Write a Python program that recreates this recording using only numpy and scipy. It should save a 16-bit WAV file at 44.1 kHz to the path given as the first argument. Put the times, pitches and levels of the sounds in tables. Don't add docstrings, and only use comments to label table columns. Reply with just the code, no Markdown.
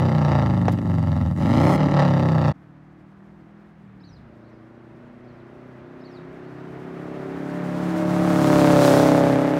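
import sys
import numpy as np
from scipy import signal
from scipy.fft import rfft, irfft, next_fast_len
from scipy.io import wavfile
from scipy.ndimage import uniform_filter1d

SR = 44100
rng = np.random.default_rng(int(sys.argv[2]) if len(sys.argv) > 2 else 0)


def pcm_store(signal):
    levels = np.round(np.clip(np.atleast_2d(signal), -1, 1) * 32767)
    wavfile.write(sys.argv[1], SR, levels.astype(np.int16).T)


N = 422919
TIME = np.arange(N) / SR
CUT_S = 2.527
CUTOFF_HZ = 15750

# (time [s], speed [cycles/s])
PARKED_SPEED = [(0, 32.78), (.5, 26.43), (.68, 24.65), (.8, 24.9), (1.36, 19.15), (1.44, 22.15),
                (1.77, 38.82), (1.85, 36.98), (2.0, 36.1), (2.52, 29.2)]
ROAD_SPEED = [(2.55, 33.33), (3.68, 37.85), (4.0, 34.8), (4.22, 26.14), (9.6, 36.17)]
MID_SPEED = 30
# (place in the cycle [0-1], relative strength [dB])
FREE_FIRING = [(.775, 0), (.0, -4), (.2, -8), (.59, -9)]
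LOADED_FIRING = [(.33, 0), (.555, -4), (.79, -9), (.08, -9)]

# (multiple of the cycle rate [1], relative level [dB])
FREE_ORDERS = [(2, 2), (3, 4), (4, 10), (5, 11), (6, -10.5), (7, 9), (8, 3), (9, 5.5), (10, -8), (11, 6),
               (12, 3.7), (13, -3), (14, -29), (15, -1), (16, -1)]
# (multiple of the cycle rate [1], relative level [dB])
LOW_GEAR_ORDERS = [(3, -8.5), (4, -1.5), (5, 0.5), (6, -45), (7, -10.5), (8, -4), (9, -8.5), (10, -38)]
# (multiple of the cycle rate [1], relative level [dB])
FAR_ORDERS = [(3, -17), (4, 0), (5, -5), (6, -14), (7, -4), (8, 0), (9, -10), (10, -13), (11, -2), (12, -4),
              (13, -9), (14, -17), (15, -17), (16, -18), (17, -16), (18, -22), (19, -17), (20, -22),
              (21, -15)]
APPROACH_ORDERS = [(3, -23), (4, -5.5), (5, -.5), (6, -11.0), (7, -8), (8, -0.5), (9, -2.0), (10, -11.5),
                   (11, 1.5), (12, -5.5), (13, -9), (14, -16.0), (15, -22), (16, -21), (17, -18), (18, -27),
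                   (19, -16), (20, -25.5), (21, -15.5)]
ABREAST_ORDERS = [(3, -13.5), (4, -6), (5, 2), (6, -18), (7, -8), (8, -4.5), (9, 0), (10, -16), (11, -10),
                  (12, -24), (13, -15), (14, -39), (15, -17), (16, -37), (17, -14.5), (18, -53), (19, -52),
                  (20, -38), (21, -19.5)]
LEAVING_ORDERS = [(3, -16), (4, -3), (5, 0), (6, -46), (7, -10), (8, 2.5), (9, 2.5), (10, -52), (11, -8),
                  (12, -8), (13, -5), (14, -40), (15, -4), (16, -28), (17, -4), (18, -19), (19, -11),
                  (20, -27), (21, -10), (22, -31), (23, -16), (24, -19), (25, -13.5), (26, -19), (27, -22)]
# (time [s], order table)
VIEWS = [(4.1, LOW_GEAR_ORDERS), (4.3, FAR_ORDERS), (5.6, FAR_ORDERS), (6.5, APPROACH_ORDERS),
         (7.2, APPROACH_ORDERS), (7.9, ABREAST_ORDERS), (8.4, ABREAST_ORDERS), (8.9, LEAVING_ORDERS)]
# (time [s], share [0-1])
NEARNESS = [(6.5, .05), (7.8, 0.27), (8.5, 0.78), (9.0, 0.98)]

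# (frequency [Hz], relative level [dB])
PIPE = [(45, -35), (65, -26), (85, -3), (115, -12), (150, -4.5), (200, -11), (270, -13), (350, -17),
        (440, -20.5), (560, -19.5)]
BURBLE = [(50, -27), (90, 0), (160, -3), (300, -1.5), (430, -18.5), (600, -32)]
BARK = [(380, -38.5), (470, -4), (560, 4.3), (720, 0.5), (900, 1.3), (1100, -6.5), (1300, -2),
        (1550, -23.5), (2200, -42)]
RASP = [(1200, -20.5), (1600, 3.5), (1900, 1), (2500, -7.5), (3200, -10), (4700, -13), (5800, -19),
        (7500, -32), (12000, -52.5)]
GAS = [(4000, -27), (7000, -1.5), (10000, -4), (15000, -10)]
# (frequency [Hz], relative level [dB])
ROAD_BARK = [(250, -37), (450, -4.5), (700, 8), (900, 4.8), (1300, 2), (1700, -5.5), (3000, -26.5),
             (6000, -30), (12000, -65)]
ROAD_RASP = [(1300, -6), (2000, 1), (3000, -1), (4500, -2), (8000, -18)]
# (frequency [Hz], relative level [dB])
ROAR = [(100, 9), (250, 13), (500, 9), (900, 2), (1400, 3.8), (1900, 1.8), (3000, -10), (5000, -22),
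        (9000, -42)]
TYRE_HISS = [(1800, -4), (3500, 7.5), (5500, 5), (8000, 2), (11000, -2.5), (15500, -7)]
RUMBLE = [(25, -32), (45, -7), (70, -3), (100, -10.5), (160, -3)]

# (time [s], level [dB],
# decay to 1/e [s])
POPS = [(.682, -8.5, 0.0022), (0.685, -19, 0.0049), (0.787, -26, 0.006), (1.794, -20, 0.005),
        (1.839, -25, 0.0063), (1.99, -12.5, .003)]
# (frequency [Hz], relative level [dB])
POP = [(80, 5), (250, -0.5), (600, 9.5), (1000, 6.5), (1500, -1), (2200, -7.5), (4000, -16), (8000, -34),
       (15000, -46)]
# (time [s], level [dB])
SPURT = [(.705, -100), (.719, -48), (.729, -47), (.75, -100)]
# (frequency [Hz], relative level [dB])
SPURT_COLOUR = [(2800, 1), (7000, -3), (15000, -8.5)]
# (time [s], delay [units of 1.013 ms])
PIPE_ECHO = [(0, 1.035), (1.33, 1.04), (1.45, 1.0), (1.72, 0.93), (1.85, 1), (2.5, 1.08)]

# (level at mid speed [dB], slope [dB/octave of speed],
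# throttle gain [dB], full boost gain [dB], share of a stumble [1], share of a flare [1])
BOOM_LAW = (-17.5, 3.8, 1.5, -.5, .7, .1)
BARK_LAW = (-29.7, 15.5, 6, -.8, 1, 1.05)
RASP_LAW = (-41, 16, 7.3, -3.5, .8, 1)
GAS_LAW = (-64.8, 3.5, 6, 9.5, .3, 0)
SPOOL_S = .36
# (time [s], half length [s], dip [dB], roughness [0-1])
STUMBLES = [(.8, .06, 8.5, .7), (1.365, .03, 7.5, .15), (1.768, .028, 7, .6), (1.885, .055, 3.5, .85)]
# (time [s], half length [s], level [dB])
FLARES = [(.36, .12, 6), (1.17, .09, 3), (2.01, .045, 6), (2.48, .1, 4)]

ABREAST_S, CAR_M_PER_S, ROAD_DISTANCE_M, SOUND_M_PER_S = 8.678, 29.8, 14.9, 343
CLUTCH_OUT_S, CLUTCH_IN_S, CLUTCH_TRAVEL_S = 3.71, 4.19, .1
COASTING_BOOM_DB, COASTING_BARK_DB = 1.2, -3.5
# (time of peak [s], direct level there [dB], half length [s],
# loss per tenfold distance [dB], level lingering in the valley [dB])
BOOM_PASS = (8.85, -13.3, .77, 51.5, -48.6)
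BARK_PASS = (8.76, -23, .47, 41.5, -61.5)
ROAR_PASS = (8.92, -26.2, .7, 38, -61.5)
HISS_PASS = (8.76, -36, .55, 61, -83)
# (time [s], half length [s], level [dB])
TAILPIPE_RUSH = (8.93, .13, 6.5)
AIR_RUMBLE_DB = -56.5
# (time [s], half length [s], level [dB])
GUSTS = [(4.2, .3, 4), (8.76, .12, 27)]

# (time after the start [s], frequency [Hz], relative level [dB])
BIRD_NOTES = [
    [(-.029, 3620, -14), (-.022, 4270, -6), (-.014, 5320, -7), (.004, 4900, -14)],
    [(0, 3740, -21), (.01, 3850, 1), (.025, 4730, 0), (.031, 4400, 0), (.062, 3880, -6), (.08, 3550, -27)],
    [(.04, 6300, -25), (.065, 5920, -12), (.12, 4720, -7), (.145, 3920, -2), (.175, 3250, -20)],
]
# (time [s], level [dB])
BIRD_CALLS = [(4.027, -57.5), (5.262, -71), (6.03, -56.5)]


def parked():
    speed, = in_time(PARKED_SPEED)
    turns = np.cumsum(speed) / SR
    acceleration = uniform_filter1d(np.gradient(speed) * SR, size=2000)
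    throttle = np.clip(acceleration / 30, 0, 1)
    low = parked_boom(turns, speed, throttle)

    clicks = firings(turns, FREE_FIRING, 1 - .5 * throttle, scatter_db=2.0, jitter_s=.00005)
    puffs = rms_one(fade(clicks, decay_s=0.0018)) * rng.standard_normal(N)
    flow = (.6 + .4 * throttle) * rng.standard_normal(N)

    strokes = rms_one(firings(turns, FREE_FIRING, .5 - .3 * throttle, scatter_db=1.5, jitter_s=.00004))
    bark = colour(strokes + puffs / 6 + flow / 2, BARK, sweep=7.0)
    bark = even(bark + 0.3 * np.interp(TIME - .0036, TIME, bark))

    rasp = colour(.8 * rms_one(clicks) + .8 * puffs + flow, RASP, sweep=1.5)
    echo, = in_time(PIPE_ECHO)
    rasp = even(rasp + 0.51 * np.interp(TIME - echo * 0.001013, TIME, rasp))
    gas = even(colour(puffs + 2 * flow, GAS))

    out = backfires() + spit()
    for law, layer in [(BOOM_LAW, low), (BARK_LAW, bark), (RASP_LAW, rasp), (GAS_LAW, gas)]:
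        out += from_db(tailpipe_db(law, speed, throttle)) * layer
    return out


def parked_boom(turns, speed, throttle):
    def level_of(k, s):
        lift_db = (7.5 < k < 11.5) * 7.5 * np.interp(s, TIME, throttle)
        return order_db(FREE_ORDERS, k) + at_hz(PIPE, k * np.interp(s, TIME, speed)) + lift_db

    swept = [(place, 0.23 * db) for place, db in FREE_FIRING]
    lines = boom(turns, speed, swept, level_of, count=16, waver_db=2.87 + throttle, waver_rate=19, sweep=7.0)
    pulses = firings(turns, FREE_FIRING, 0.15, scatter_db=4.5, jitter_s=0.00095)
    burble = even(colour(pulses, BURBLE, sweep=5.975))
    roughness = .09 + .45 * throttle
    roughness += sum(rough * swell(s, half_s) for s, half_s, _, rough in STUMBLES)
    return (lines + roughness * burble) / np.sqrt(1 + roughness ** 2)


def tailpipe_db(law, speed, throttle):
    base_db, octave_db, throttle_db, boost_db, stumble_share, flare_share = law
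    spool = np.minimum(np.cumsum(throttle) / SR / SPOOL_S, 1)
    boost = throttle * spool ** 2
    dips = sum(db * swell(s, half_s) for s, half_s, db, _ in STUMBLES)
    flares = sum(db * swell(s, half_s) for s, half_s, db in FLARES)
    return (base_db + octave_db * np.log2(speed / MID_SPEED) + throttle_db * throttle + boost_db * boost
            - stumble_share * dips + flare_share * flares)


def backfires():
    burst = np.zeros(N)
    for s, db, decay_s in POPS:
        age = np.maximum(TIME - s, 0)
        burst += from_db(db) * (TIME > s) * np.exp(-np.minimum(age / decay_s, 40))
    crack = colour(burst * rng.standard_normal(N), POP, sweep=3.02)
    return np.sqrt(np.mean(burst ** 2)) * crack


def spit():
    spurt_db, = in_time(SPURT)
    return from_db(spurt_db) * noise(SPURT_COLOUR)


def driving():
    speed = in_time(ROAD_SPEED)[0] * doppler()
    turns = np.cumsum(speed) / SR
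    near, = in_time(NEARNESS)
    coasting = after(CLUTCH_OUT_S) - after(CLUTCH_IN_S)
    boom_db = passing_db(BOOM_PASS) + COASTING_BOOM_DB * coasting
    bark_db = passing_db(BARK_PASS) + COASTING_BARK_DB * coasting

    def level_of(k, s):
        facing_db = np.interp(s, [at for at, _ in VIEWS], [order_db(orders, k) for _, orders in VIEWS])
        dull_db = -6.5 * np.log2(k) * np.interp(s, TIME, coasting)
        hz = k * np.interp(s, TIME, speed)
        return facing_db + dull_db + drone_db(hz, centre_hz=597.3, width_hz=47.5, peak_db=9)

    lines = boom(turns, speed, LOADED_FIRING, level_of, count=27,
                 waver_db=2.93 - near + 2.8 * coasting, waver_rate=9, sweep=7.0)
    clicks = firings(turns, LOADED_FIRING, 1, scatter_db=1.2, jitter_s=.00004)
    puffs = rms_one(fade(clicks, decay_s=0.0031)) * rng.standard_normal(N)
    blast = near * (rms_one(clicks) + .3 * puffs) + (1.2 - near) * rng.standard_normal(N)
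    bark = even(colour(blast, ROAD_BARK, sweep=7.0))
    rasp = even(colour(rms_one(clicks ** 2) + 1.1 * puffs, ROAD_RASP, sweep=1.43))
    return from_db(boom_db) * lines + from_db(bark_db) * bark + near * from_db(bark_db - 16.0) * rasp


def drone_db(hz, centre_hz, width_hz, peak_db):
    return peak_db * np.exp(-((hz - centre_hz) / width_hz) ** 2)


def doppler():
    along_m = CAR_M_PER_S * (TIME - ABREAST_S)
    receding = along_m / np.hypot(along_m, ROAD_DISTANCE_M)
    return 1 / (1 + CAR_M_PER_S / SOUND_M_PER_S * receding)


def passing_db(row):
    s, db, half_s, loss_db, far_db = row
    direct_db = db - loss_db * np.log10(np.hypot(1, (TIME - s) / half_s))
    return 20 * np.log10(np.hypot(from_db(direct_db), from_db(far_db)))


def after(s):
    return np.clip((TIME - s) / CLUTCH_TRAVEL_S + .5, 0, 1)


def tyres():
    roar = from_db(passing_db(ROAR_PASS) + drift(25) / 2) * noise(ROAR)
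    s, half_s, rush_db = TAILPIPE_RUSH
    hiss_db = passing_db(HISS_PASS) + rush_db * swell(s, half_s) + 1.4 * drift(40)
    return roar + from_db(hiss_db) * noise(TYRE_HISS)


def bird():
    out = np.zeros(N)
    for start, call_db in BIRD_CALLS:
        for note in BIRD_NOTES:
            s, hz, db = np.transpose(note)
            age = np.arange(s[0], s[-1], 1 / SR)
            pitch = np.interp(age, s, hz) * (1 + 0.0136 * rng.standard_normal())
            tone = np.sin(2 * np.pi * np.cumsum(pitch) / SR)
            at = round((start + s[0]) * SR)
            out[at:at + len(age)] += from_db(call_db + np.interp(age, s, db)) * tone
    out *= from_db(3.1 * drift(120))
    trees = rng.standard_normal(SR) * from_db(-60 * TIME[:SR] / 0.32)
    scattered = signal.fftconvolve(out, trees / np.linalg.norm(trees))[:N]
    hillside = np.interp(TIME - .405, TIME, out + scattered)
    return out + .45 * scattered + from_db(-16) * hillside


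def air():
    gust_db = sum(db * swell(s, half_s) for s, half_s, db in GUSTS)
    return from_db(AIR_RUMBLE_DB + gust_db + 1.5 * drift(8.6)) * noise(RUMBLE)


def boom(turns, speed, pattern, level_of, count, waver_db, waver_rate, sweep):
    out, coarse = np.zeros(N), TIME[::64]
    for k in range(2, count + 1):
        phase = np.angle(sum(from_db(db) * np.exp(-2j * np.pi * k * place) for place, db in pattern))
        waver = np.interp(coarse * waver_rate, np.arange(1024), rng.standard_normal(1024))
        depth_db = np.interp(coarse, TIME, waver_db * np.ones(N))
        gain = from_db(level_of(k, coarse) + depth_db * waver)
        line = np.cos(2 * np.pi * k * turns + phase - sweep * np.log(k * speed))
        out += np.interp(TIME, coarse, gain) * line
    return even(out)


def order_db(orders, k):
    index = k - round(orders[0][0])
    return orders[index][1] if 0 <= index < len(orders) else -60


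def firings(turns, pattern, contrast, scatter_db, jitter_s):
    clicks = np.zeros(N)
    for place, db in pattern:
        chance = rng.standard_normal((400, 2))
        s = np.interp(np.arange(len(chance)) + place, turns, TIME, right=np.inf)
        s = s + jitter_s * chance[:, 0]
        heard = (s > 0) & (s < TIME[-1])
        at = (s[heard] * SR).astype(int)
        clicks[at] += from_db(db * (contrast * np.ones(N))[at] + scatter_db * chance[heard, 1])
    return clicks


def fade(clicks, decay_s):
    return signal.lfilter([1], [1, -np.exp(-1 / (decay_s * SR))], clicks + 1e-18)


def colour(x, points, sweep=0.):
    size = next_fast_len(N + SR)
    hz = np.maximum(np.fft.rfftfreq(size, 1 / SR), 1)
    low_end = 1 + (.7 * points[0][0] / hz) ** 6
    high_end = 1 + (.7 * hz / points[-1][0]) ** 6
    ends = 1 / np.sqrt(low_end * high_end)
    response = from_db(at_hz(points, hz)) * ends * np.exp(-1j * sweep * np.log(hz))
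    return rms_one(irfft(rfft(x, size) * response, size)[:N])


def noise(points):
    return colour(rng.standard_normal(N), points)


def even(x):
    power = uniform_filter1d(uniform_filter1d(x ** 2, size=3000), size=3000)
    return x / np.sqrt(np.maximum(power, 1e-9))


def drift(rate):
    return rms_one(np.interp(TIME * rate, np.arange(4096), rng.standard_normal(4096)))


def swell(s, half_s):
    return np.exp(-((TIME - s) / half_s) ** 2)


def from_db(db):
    return 10 ** (np.asarray(db) / 20)


def rms_one(x):
    return x / np.sqrt(np.mean(x ** 2) + 1e-20)


def in_time(rows):
    s, *columns = np.transpose(rows)
    return [np.interp(TIME, s, c) for c in columns]


def at_hz(points, hz):
    f, db = np.transpose(points)
    return np.interp(np.log(hz), np.log(f), db)


def scene():
    close = np.clip((CUT_S - TIME) / 0.022, 0, 1)
    roadside = np.clip((TIME - CUT_S) / 0.018, 0, 1)
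    return (close * parked() + roadside * (driving() + tyres() + bird() + air()))[None]


def record(dry):
    top = 0.6
    rounded = top * np.tanh(dry / top)
    return signal.sosfilt(signal.ellip(10, .2, 80, CUTOFF_HZ, fs=SR, output="sos"), rounded)


dry = scene()
out = record(dry)
pcm_store(out)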